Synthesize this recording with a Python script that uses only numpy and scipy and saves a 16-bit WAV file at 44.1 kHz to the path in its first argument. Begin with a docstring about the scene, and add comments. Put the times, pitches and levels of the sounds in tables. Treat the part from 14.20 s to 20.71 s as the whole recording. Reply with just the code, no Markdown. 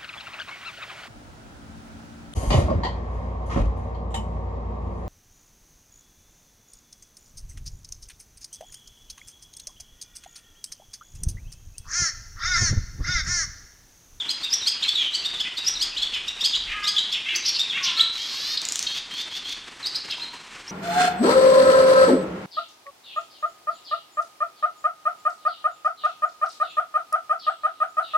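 """Swallows twitter in a thicket: quick falling slurs and chips sung with both sides of the syrinx.
Two phrases come twice each among loose chips, whistles, rasps of a flapping membrane, low nasal calls
and small knocks; a rising wheeze, a rattle of clicks and four hoarse whines lead to a last few chips.
A soft haze of hiss surrounds the twittering, and the trees scatter the song back. The air hisses faintly
and a light breeze rumbles on a mono microphone."""
import sys
import numpy as np
from scipy import signal
from scipy.fft import rfft, irfft, next_fast_len
from scipy.io import wavfile
from scipy.ndimage import map_coordinates

SR = 44100
rng = np.random.default_rng(int(sys.argv[2]) if len(sys.argv) > 2 else 0)


def int16_out(signal):
    """Quantize to a 16-bit WAV file."""
    q = np.round(np.clip(np.atleast_2d(signal).T, -1, 1) * 32767)
    wavfile.write(sys.argv[1], SR, q.astype(np.int16))


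N = 287072

# Loose syllables. Each row: time in seconds, kind, pitch in Hz, relative level in dB.
# A chip is timed and pitched at its crest; a slur is timed at its start and pitched at mid-range.
LOOSE_SYLLABLES = [(0, "slur", 3450, -27.5), (.109, "tchit", 4960, -27), (.956, "tchit", 4660, -25),
                   (1.06, "chup", 3716, -24), (1.14, "slur", 3650, -30.5), (1.209, "tsip", 3430, -22),
                   (1.947, "tsip", 3505, -29), (2.088, "tsip", 3790, -26.5), (2.933, "tsip", 3600, -22),
                   (3.165, "squeak", 6310, -24.5), (3.291, "squeak", 5614, -20), (3.402, "tsip", 3770, -20),
                   (3.496, "slur", 3500, -25.5), (5.628, "slur", 4010, -35), (5.67, "squeak", 5010, -26.5),
                   (5.763, "squeak", 5230, -26), (5.915, "squeak", 5170, -32), (6.036, "slur", 4020, -42)]
# The opening phrase and a quicker flourish.
# Each row: time from the phrase's accent in seconds, kind, pitch in Hz, relative level in dB.
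OPENING_PHRASE = [(-.097, "chup", 3790, -24), (-.037, "slur", 5100, -33), (0, "tsee", 5760, -18.5),
                  (.07, "slur", 3930, -32.5), (.145, "tchit", 5020, -22.5), (.298, "squeak", 4120, -25),
                  (.349, "chup", 3480, -21)]
FLOURISH_PHRASE = [(-.039, "tsip", 3670, -24), (0, "tchit", 4980, -22), (.077, "slur", 3380, -24),
                   (.102, "squeak", 3980, -21.5)]
# When each phrase is sung. Each entry: time of the accent in seconds.
OPENING_TIMES = [.34, 1.483]
FLOURISH_TIMES = [2.257, 2.687]
# Kinds of chip. Each row: pitch ratio of second to leading voice, second voice's relative level in dB,
# half the rise time in seconds, typical share of the pitch climbed, overtone gain in dB.
CHIP_KINDS = {"tchit": (.68, -4, .024, .25, 1.5), "tsee": (0.6, -14, .018, .15, -3),
              "squeak": (.8, -5, .016, .27, -1), "chup": (1.28, -8.5, .02, .19, -4),
              "tsip": (1.52, -10.5, .018, .25, -4)}
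# One-voiced glides. Each row: start and length in seconds, first and last pitch in Hz, relative dB.
GLIDES = [(0.743, 0.087, 4000, 3190, -24.5), (.838, .06, 3175, 2970, -33), (3.408, .02, 3700, 3750, -26),
          (3.767, 0.026, 3650, 4340, -24.5), (3.795, 0.0227, 3185, 4010, -16.5),
          (3.984, 0.086, 3086, 3320, -37), (5.995, .05, 3600, 4230, -36.5), (6.478, .032, 5200, 6000, -38)]
# Harsh notes. Each row: start and length in seconds, pitch in Hz, level in dB.
RASP_NOTES = [(0.618, 0.062, 3060, -29), (.765, .11, 3000, -31), (1.227, .067, 2567, -33),
              (1.923, 0.071, 2955, -27.5), (2.464, 0.11, 2557, -31), (2.915, 0.081, 2953, -29),
              (3.034, .15, 2700, -27.5), (3.24, .075, 3400, -29), (3.248, .033, 5310, -21.5),
              (3.336, 0.042, 4400, -25), (3.517, .094, 2802, -26.5), (3.625, .05, 5200, -24.5),
              (3.635, 0.086, 3650, -23), (4.371, .012, 3760, -19), (4.665, 0.013, 3800, -20),
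              (5.895, .058, 3100, -30.5)]
# Low calls. Each row: start and length in seconds, first and last pitch in Hz, level in dB.
NASAL_CALLS = [(2.532, .15, 419.3, 410.7, -35), (3.547, 0.21, 385.3, 331, -41),
               (3.763, 0.077, 433.6, 452.5, -36)]
# Knocks in the branches. Each row: start in seconds, ring frequency in Hz, initial ring level in dB.
KNOCKS = [(3.131, 345, -39), (5.982, 952, -36.5), (6.133, 970, -37.5)]
# Course of the wheeze. Each row: time in seconds, pulse rate in Hz, level in dB.
WHEEZE_COURSE = [(3.92, 440, -47), (4.0, 452, -39), (4.11, 531, -34.5), (4.18, 547, -34),
                 (4.33, 622.4, -28.5), (4.37, 616, -30)]
# Hoarse, drawn-out notes. Each row: start and length in seconds, relative level in dB.
WHINE_NOTES = [(4.681, 0.11, -33.5), (4.905, 0.12, -35.5), (5.101, .085, -35.5), (5.235, .1, -35)]
# Buffets of wind. Each row: time of the peak in seconds, typical peak level in dB.
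WIND_GUSTS = [(1.2, -62), (1.62, -56.5), (1.97, -52.5), (2.52, -49), (5.35, -62)]
# Spectra of the outdoor air, the hiss in and around the song, the throat's resonances and the clicks.
# Each row: frequency in Hz, relative level in dB.
AIR_SPECTRUM = [(30, -13.5), (150, -7.5), (310, -4), (600, -10), (1000, -4), (2700, -2.5), (8100, -15.5),
                (15500, -44.5)]
HISS_SPECTRUM = [(900, -17), (3300, 7), (6300, 1), (8200, -12), (9700, -16.5), (12300, -15.5), (16000, -27)]
THROAT_SPECTRUM = [(1000, -18.5), (2700, -19), (4000, 0.5), (5300, -4), (9500, -42), (12000, -24),
                   (15000, -45)]
CLICK_SPECTRUM = [(1000, -21), (4500, -3), (7200, 4.5), (9500, -15), (16000, -25)]
# Reverberation of the trees. Each row: frequency in Hz, time to decay by 60 dB in seconds.
THICKET_T60 = [(300, 0.71), (4000, 0.62), (13000, 0.086)]


def amp(db):
    """Decibels as an amplitude ratio."""
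    return 10 ** (np.asarray(db) / 20)


def unit(x):
    """The signal scaled to rms 1."""
    return x / np.sqrt(np.mean(x ** 2) + 1e-20)


def along(points, hz):
    """Interpolation of (Hz, value) points on a log frequency axis."""
    knots_hz, values = np.transpose(points)
    return np.interp(np.log(hz + 1), np.log(knots_hz), values)


def curves(rows):
    """One value per sample for each column after the time."""
    times, *columns = np.transpose(rows)
    return [np.interp(np.arange(N) / SR, times, column) for column in columns]


def during(rows):
    """A soft gate over the time that a curve spans."""
    t = np.arange(N) / SR
    return np.clip(np.minimum(t - rows[0][0], rows[-1][0] - t) / 0.022, 0, 1)


def wobble(rate, size):
    """A smooth random curve, rate knots a second."""
    knots = rng.standard_normal(int(size * rate / SR) + 4)
    return map_coordinates(knots, [np.arange(size) * rate / SR])


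def filtered(x, response):
    """Linear filtering: the spectrum is multiplied by a frequency response."""
    size = next_fast_len(N + SR // 2)
    return irfft(rfft(x, size) * response(np.fft.rfftfreq(size, 1 / SR)), size)[..., :N]


def coloured(x, spectrum):
    """x shaped by (Hz, dB) points and falling away below the first, at rms 1."""
    return unit(filtered(x, lambda hz: amp(along(spectrum, hz)) * np.minimum(hz / spectrum[0][0], 1) ** 2))


def add(track, start_s, sound):
    """Superposition: a sound is summed into the track from its start on."""
    part = track[max(round(start_s * SR), 0):][:len(sound)]
    part += sound[:len(part)]


def phase_of(hz, jitter, rate):
    """Phase is the integral of frequency; the membrane's pitch trembles by the share jitter."""
    return 2 * np.pi * np.cumsum(hz * (1 + jitter * wobble(rate, len(hz)))) / SR


def swell(size, edge):
    """A note's envelope: the share edge of it is spent rising and falling."""
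    return signal.windows.tukey(size, min(edge, 1))


def syllables():
    """Every chip and slur: the loose twitter and the repeated phrases."""
    phrases = [(OPENING_TIMES, OPENING_PHRASE), (FLOURISH_TIMES, FLOURISH_PHRASE)]
    repeated = [(at + s, *rest) for times, phrase in phrases for at in times for s, *rest in phrase]
    return LOOSE_SYLLABLES + repeated


def air_and_breeze(air_db=-42.5, calm_db=-71, gust_half_width_s=.1):
    """Amplitude-modulated noise: the air crackles faintly and wind buffets the microphone."""
    air = coloured(rng.standard_normal(N) * amp(2.2 * wobble(70, N)), AIR_SPECTRUM)
    rumble = coloured(rng.standard_normal(N), [(25, -2.5), (55, -11), (1000, -72)])
    t = np.arange(N) / SR
    gusts = sum(amp(db) / (1 + ((t - at) / gust_half_width_s) ** 2) for at, db in WIND_GUSTS)
    breeze = (amp(calm_db) + gusts) * amp(2.8 * wobble(8, N))
    return amp(air_db) * air + breeze * rumble


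def whistles(gain_db=3, second_db=-24, third_db=-34, flutter_db=3.0, ease=1.8, slur_s=0.0263, fall=.12):
    """One voice in nearly sinusoidal vibration eases into its last pitch; a slur is a brief fall."""
    out = np.zeros(N)
    slurs = [(start, slur_s, hz * (1 + fall / 2), hz * (1 - fall / 2), db)
             for start, kind, hz, db in syllables() if kind == "slur"]
    for start, length, first_hz, last_hz, db in slurs + GLIDES:
        u = np.linspace(0, 1, int(length * SR))
        phase = phase_of(last_hz + (first_hz - last_hz) * (1 - u) ** ease, jitter=0.021, rate=800)
        tone = np.sin(phase) + amp(second_db) * np.sin(2 * phase) + amp(third_db) * np.sin(3 * phase)
        level = amp(db + gain_db + flutter_db * wobble(192, len(u)))
        add(out, start, level * swell(len(u), edge=0.097) * tone)
    return out


def beak_notch(x, dip_hz=9800, width_hz=1100, dip_db=-11):
    """The windpipe and beak act as a band-stop filter on the overtones."""
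    return filtered(x, lambda hz: amp(dip_db * np.exp(-((hz - dip_hz) / width_hz) ** 2)))


def following_hiss(voice, gain_db, span_s):
    """Envelope following: hiss tracks the voice's running rms slope, so high notes raise it most."""
    window = np.hanning(int(span_s * SR))
    mean_square = signal.fftconvolve(np.gradient(voice) ** 2, window / window.sum(), "same")
    return amp(gain_db) * np.sqrt(np.abs(mean_square)) * coloured(rng.standard_normal(N), HISS_SPECTRUM)


def thicket(x, early_db=-9, late_db=-6, early_t60=0.13, pieces=14):
    """Scattering: near branches answer at once, far trees later; the paths change as the birds turn."""
    out = np.zeros(N)
    for piece in np.array_split(np.arange(N), pieces):
        hz, t, noise = signal.stft(rng.standard_normal(SR // 2), SR, nperseg=256)
        decay = amp(-60 * t / along(THICKET_T60, hz)[:, None])
        late = signal.istft(noise * decay, SR, nperseg=256)[1]
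        t = np.arange(len(late)) / SR
        early = rng.standard_normal(len(t)) * amp(-60 * t / early_t60) * (t > .002)
        late *= 1 - np.exp(-t / 0.0062)
        response = amp(early_db) * early / np.linalg.norm(early)
        response += amp(late_db) * late / np.linalg.norm(late)
        add(out, piece[0] / SR, signal.fftconvolve(x[piece], response))
    return out


def distant_chatter(level_db=-37, hz=3100, spread=.15, length_s=0.0401, until_s=3.8, count=44):
    """Birds farther off sing faint glides, roughened by random frequency modulation."""
    out = np.zeros(N)
    u = np.linspace(-.5, .5, int(length_s * SR))
    for k, (shift, pitch, glide, loud) in enumerate(rng.standard_normal((count, 4))):
        phase = phase_of(hz * np.exp(spread * (pitch + glide * u)), jitter=0.044, rate=894)
        start = until_s * (k + .5 + .3 * shift) / count
        add(out, start, amp(level_db + 2 * loud) * swell(len(u), edge=0.47) * np.sin(phase))
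    return out


def chips(gain_db=3, sum_db=-13, octave_db=-18, sideband_db=-12, top_db=-22, droop=.6, tremor_db=2.6):
    """Both sides of the syrinx arch in pitch; nonlinear coupling adds combination tones and octaves."""
    out = np.zeros(N)
    for crest_s, kind, hz, db in syllables():
        if kind not in CHIP_KINDS:
            continue
        ratio, second_db, half_rise_s, depth, overtone_db = CHIP_KINDS[kind]
        (low_hz, low_db), (high_hz, high_db) = sorted([(hz, db), (hz * ratio, db + second_db)])
        t = np.arange(-2 * half_rise_s, half_rise_s, 1 / SR)
        u = t / half_rise_s
        sag = depth * rng.uniform(.6, 1.3) * np.where(u < 0, 1, droop)  # falls less than it climbed
        high = phase_of(high_hz * (1 - sag + sag * np.exp(-(u / 0.62) ** 2)), jitter=0.019, rate=720)
        low = phase_of(low_hz * (1 - sag + sag * np.exp(-(u / 0.6) ** 2)), jitter=0.024, rate=1100)
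        high_level = amp(high_db) * np.exp(-((u + 0.26) / 0.7) ** 4)
        low_level = amp(low_db) * np.exp(-((u + 0.028) / 0.46) ** 4)  # joins only around the crest
        voices = high_level * np.sin(high) + low_level * np.sin(low)
        flutter = 0.21 * wobble(917, len(t))
        combinations = amp(sum_db) * np.sin(high + low + flutter)
        combinations += amp(sideband_db) * np.sin(2 * high - low + flutter)
        combinations += amp(top_db) * np.sin(high + 2 * low + flutter)
        octaves = amp(top_db) * high_level * np.sin(2 * high)
        octaves += amp(octave_db) * low_level * np.sin(2 * low + flutter)
        overtones = np.sqrt(high_level * low_level) * combinations + octaves
        tremor = amp(tremor_db * wobble(306, len(t)))
        add(out, crest_s + t[0], tremor * (voices + amp(overtone_db) * overtones))
    return amp(gain_db) * out


def rasps(overtone_db=-24, flap_hz=520, flap_index=1.1, fall=0.0602):
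    """Modulation by an unevenly flapping membrane spreads a falling note into grating sidebands."""
    out = np.zeros(N)
    for start, length, hz, db in RASP_NOTES:
        n = int(length * SR)
        flap = np.sin(phase_of(np.full(n, flap_hz), jitter=0.0776, rate=149.6))
        pitch = hz * (1 + fall * np.linspace(.5, -.5, n))
        phase = phase_of(pitch, jitter=0.06, rate=170) + flap_index * flap
        tone = np.sin(phase) + amp(overtone_db) * np.sin(2 * phase)
        tone *= amp(2.6 * wobble(131.3, n) + 1.7 * flap)
        add(out, start, amp(db) * np.sqrt(np.hanning(n)) * unit(tone))
    return out


def nasal_calls(rolloff_db=3.5):
    """A missing fundamental: these low calls sound only harmonics three to seven."""
    out = np.zeros(N)
    for start, length, first_hz, last_hz, db in NASAL_CALLS:
        phase = phase_of(np.linspace(first_hz, last_hz, int(length * SR)), jitter=0.018, rate=400)
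        tone = sum(amp(-rolloff_db * k) * np.sin(k * phase) for k in range(3, 8))
        add(out, start, amp(db) * swell(len(tone), edge=0.26) * unit(tone))
    return out


def branch_knocks(ring_t60=0.07, crack_t60=0.0028, crack_db=-3):
    """An impact gives a short crack and excites one damped mode of the wood."""
    out = np.zeros(N)
    t = np.arange(SR // 10) / SR
    for start, hz, db in KNOCKS:
        crack = amp(crack_db - 60 * t / crack_t60) * rng.standard_normal(len(t))
        ring = amp(-60 * t / ring_t60) * np.sin(2 * np.pi * hz * t)
        add(out, start, amp(db) * (ring + crack))
    return out


def beak_hiss():
    """Turbulence in the beak at rms 1; rapid amplitude modulation makes it crackle."""
    return coloured(rng.standard_normal(N) * amp(4.1 * wobble(400, N)), HISS_SPECTRUM)


def wheeze(hiss_db=-38):
    """Source and filter: the throat's resonances weight the harmonics of a rising buzz, over hiss."""
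    pitch, db = curves(WHEEZE_COURSE)
    gate = during(WHEEZE_COURSE)
    on = gate > 0
    phase = phase_of(pitch[on], jitter=0.006, rate=800)
    buzz = np.zeros(N)
    for k in range(2, 25):
        resonance = amp(along(THROAT_SPECTRUM, k * pitch[on]))
        buzz[on] += resonance * np.sin(k * phase + rng.uniform(0, 2 * np.pi))
    buzz[on] = unit(buzz[on])
    return gate * (amp(db) * buzz + amp(hiss_db) * beak_hiss())


def rattle(start_s=4.417, gap_s=.035, count=7, loudest=4, click_s=.0012, gain_db=-8.5, hiss_db=-41):
    """Brief bursts have broad spectra: bright, evenly paced clicks swell and ebb over a little hiss."""
    clicks, hiss_level = np.zeros(N), np.zeros(N)
    u = np.arange(SR // 50) / SR / click_s
    for k in range(count):
        burst = 2 * u * np.exp(1 - 2 * u) * rng.standard_normal(len(u))
        taper_db = 1.8 * abs(k - loudest)
        add(clicks, start_s + k * gap_s, amp(gain_db - taper_db) * burst)
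    add(hiss_level, start_s, amp(hiss_db) * swell(int((count + 3) * gap_s * SR), edge=0.12))
    return filtered(clicks, lambda hz: amp(along(CLICK_SPECTRUM, hz))) + hiss_level * beak_hiss()


def whines(hz=3205, rise_hz=462, upper_ratio=1.3, upper_db=-5, gain_db=1, swell_db=5,
           hiss_db=4, hiss_swell_db=17):
    """Biphonation: two thin voices bend upwards and grow, breaking into hiss at the end."""
    out, hiss_level = np.zeros(N), np.zeros(N)
    for start, length, db in WHINE_NOTES:
        u = np.linspace(0, 1, int(length * SR))
        pitch = hz + rise_hz * u ** 2
        lower = np.sin(phase_of(pitch, jitter=0.026, rate=800))
        upper = np.sin(phase_of(upper_ratio * pitch, jitter=0.033, rate=800))
        level = amp(db) * swell(len(u), edge=0.13)
        growth = amp(gain_db + swell_db * (u - .5) + 2.3 * wobble(198, len(u)))
        add(out, start, level * growth * (lower + amp(upper_db) * upper))
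        add(hiss_level, start, level * amp(hiss_db - hiss_swell_db * (1 - u)))
    return out + hiss_level * beak_hiss()


def scene():
    """Direct sound, scattered sound and background superpose, alike in both channels."""
    chipping = chips()
    voices = beak_notch(chipping + whistles() + rasps())
    scrape = following_hiss(chipping, gain_db=-11, span_s=0.0059)  # sharp, on each chip
    # a soft haze of hiss that swells just before and around each note
    noise_halo = following_hiss(voices, gain_db=-11.5, span_s=0.1)
    direct = voices + scrape + noise_halo + distant_chatter() + nasal_calls()
    direct += wheeze() + rattle() + whines() + branch_knocks()
    mono = direct + thicket(direct) + air_and_breeze()
    return np.array([mono, mono])


def record(dry, top_hz=15850):
    """An ideal low-pass filter: nothing passes above the band limit."""
    return filtered(dry, lambda hz: hz < top_hz)


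dry = scene()
out = record(dry)
int16_out(out)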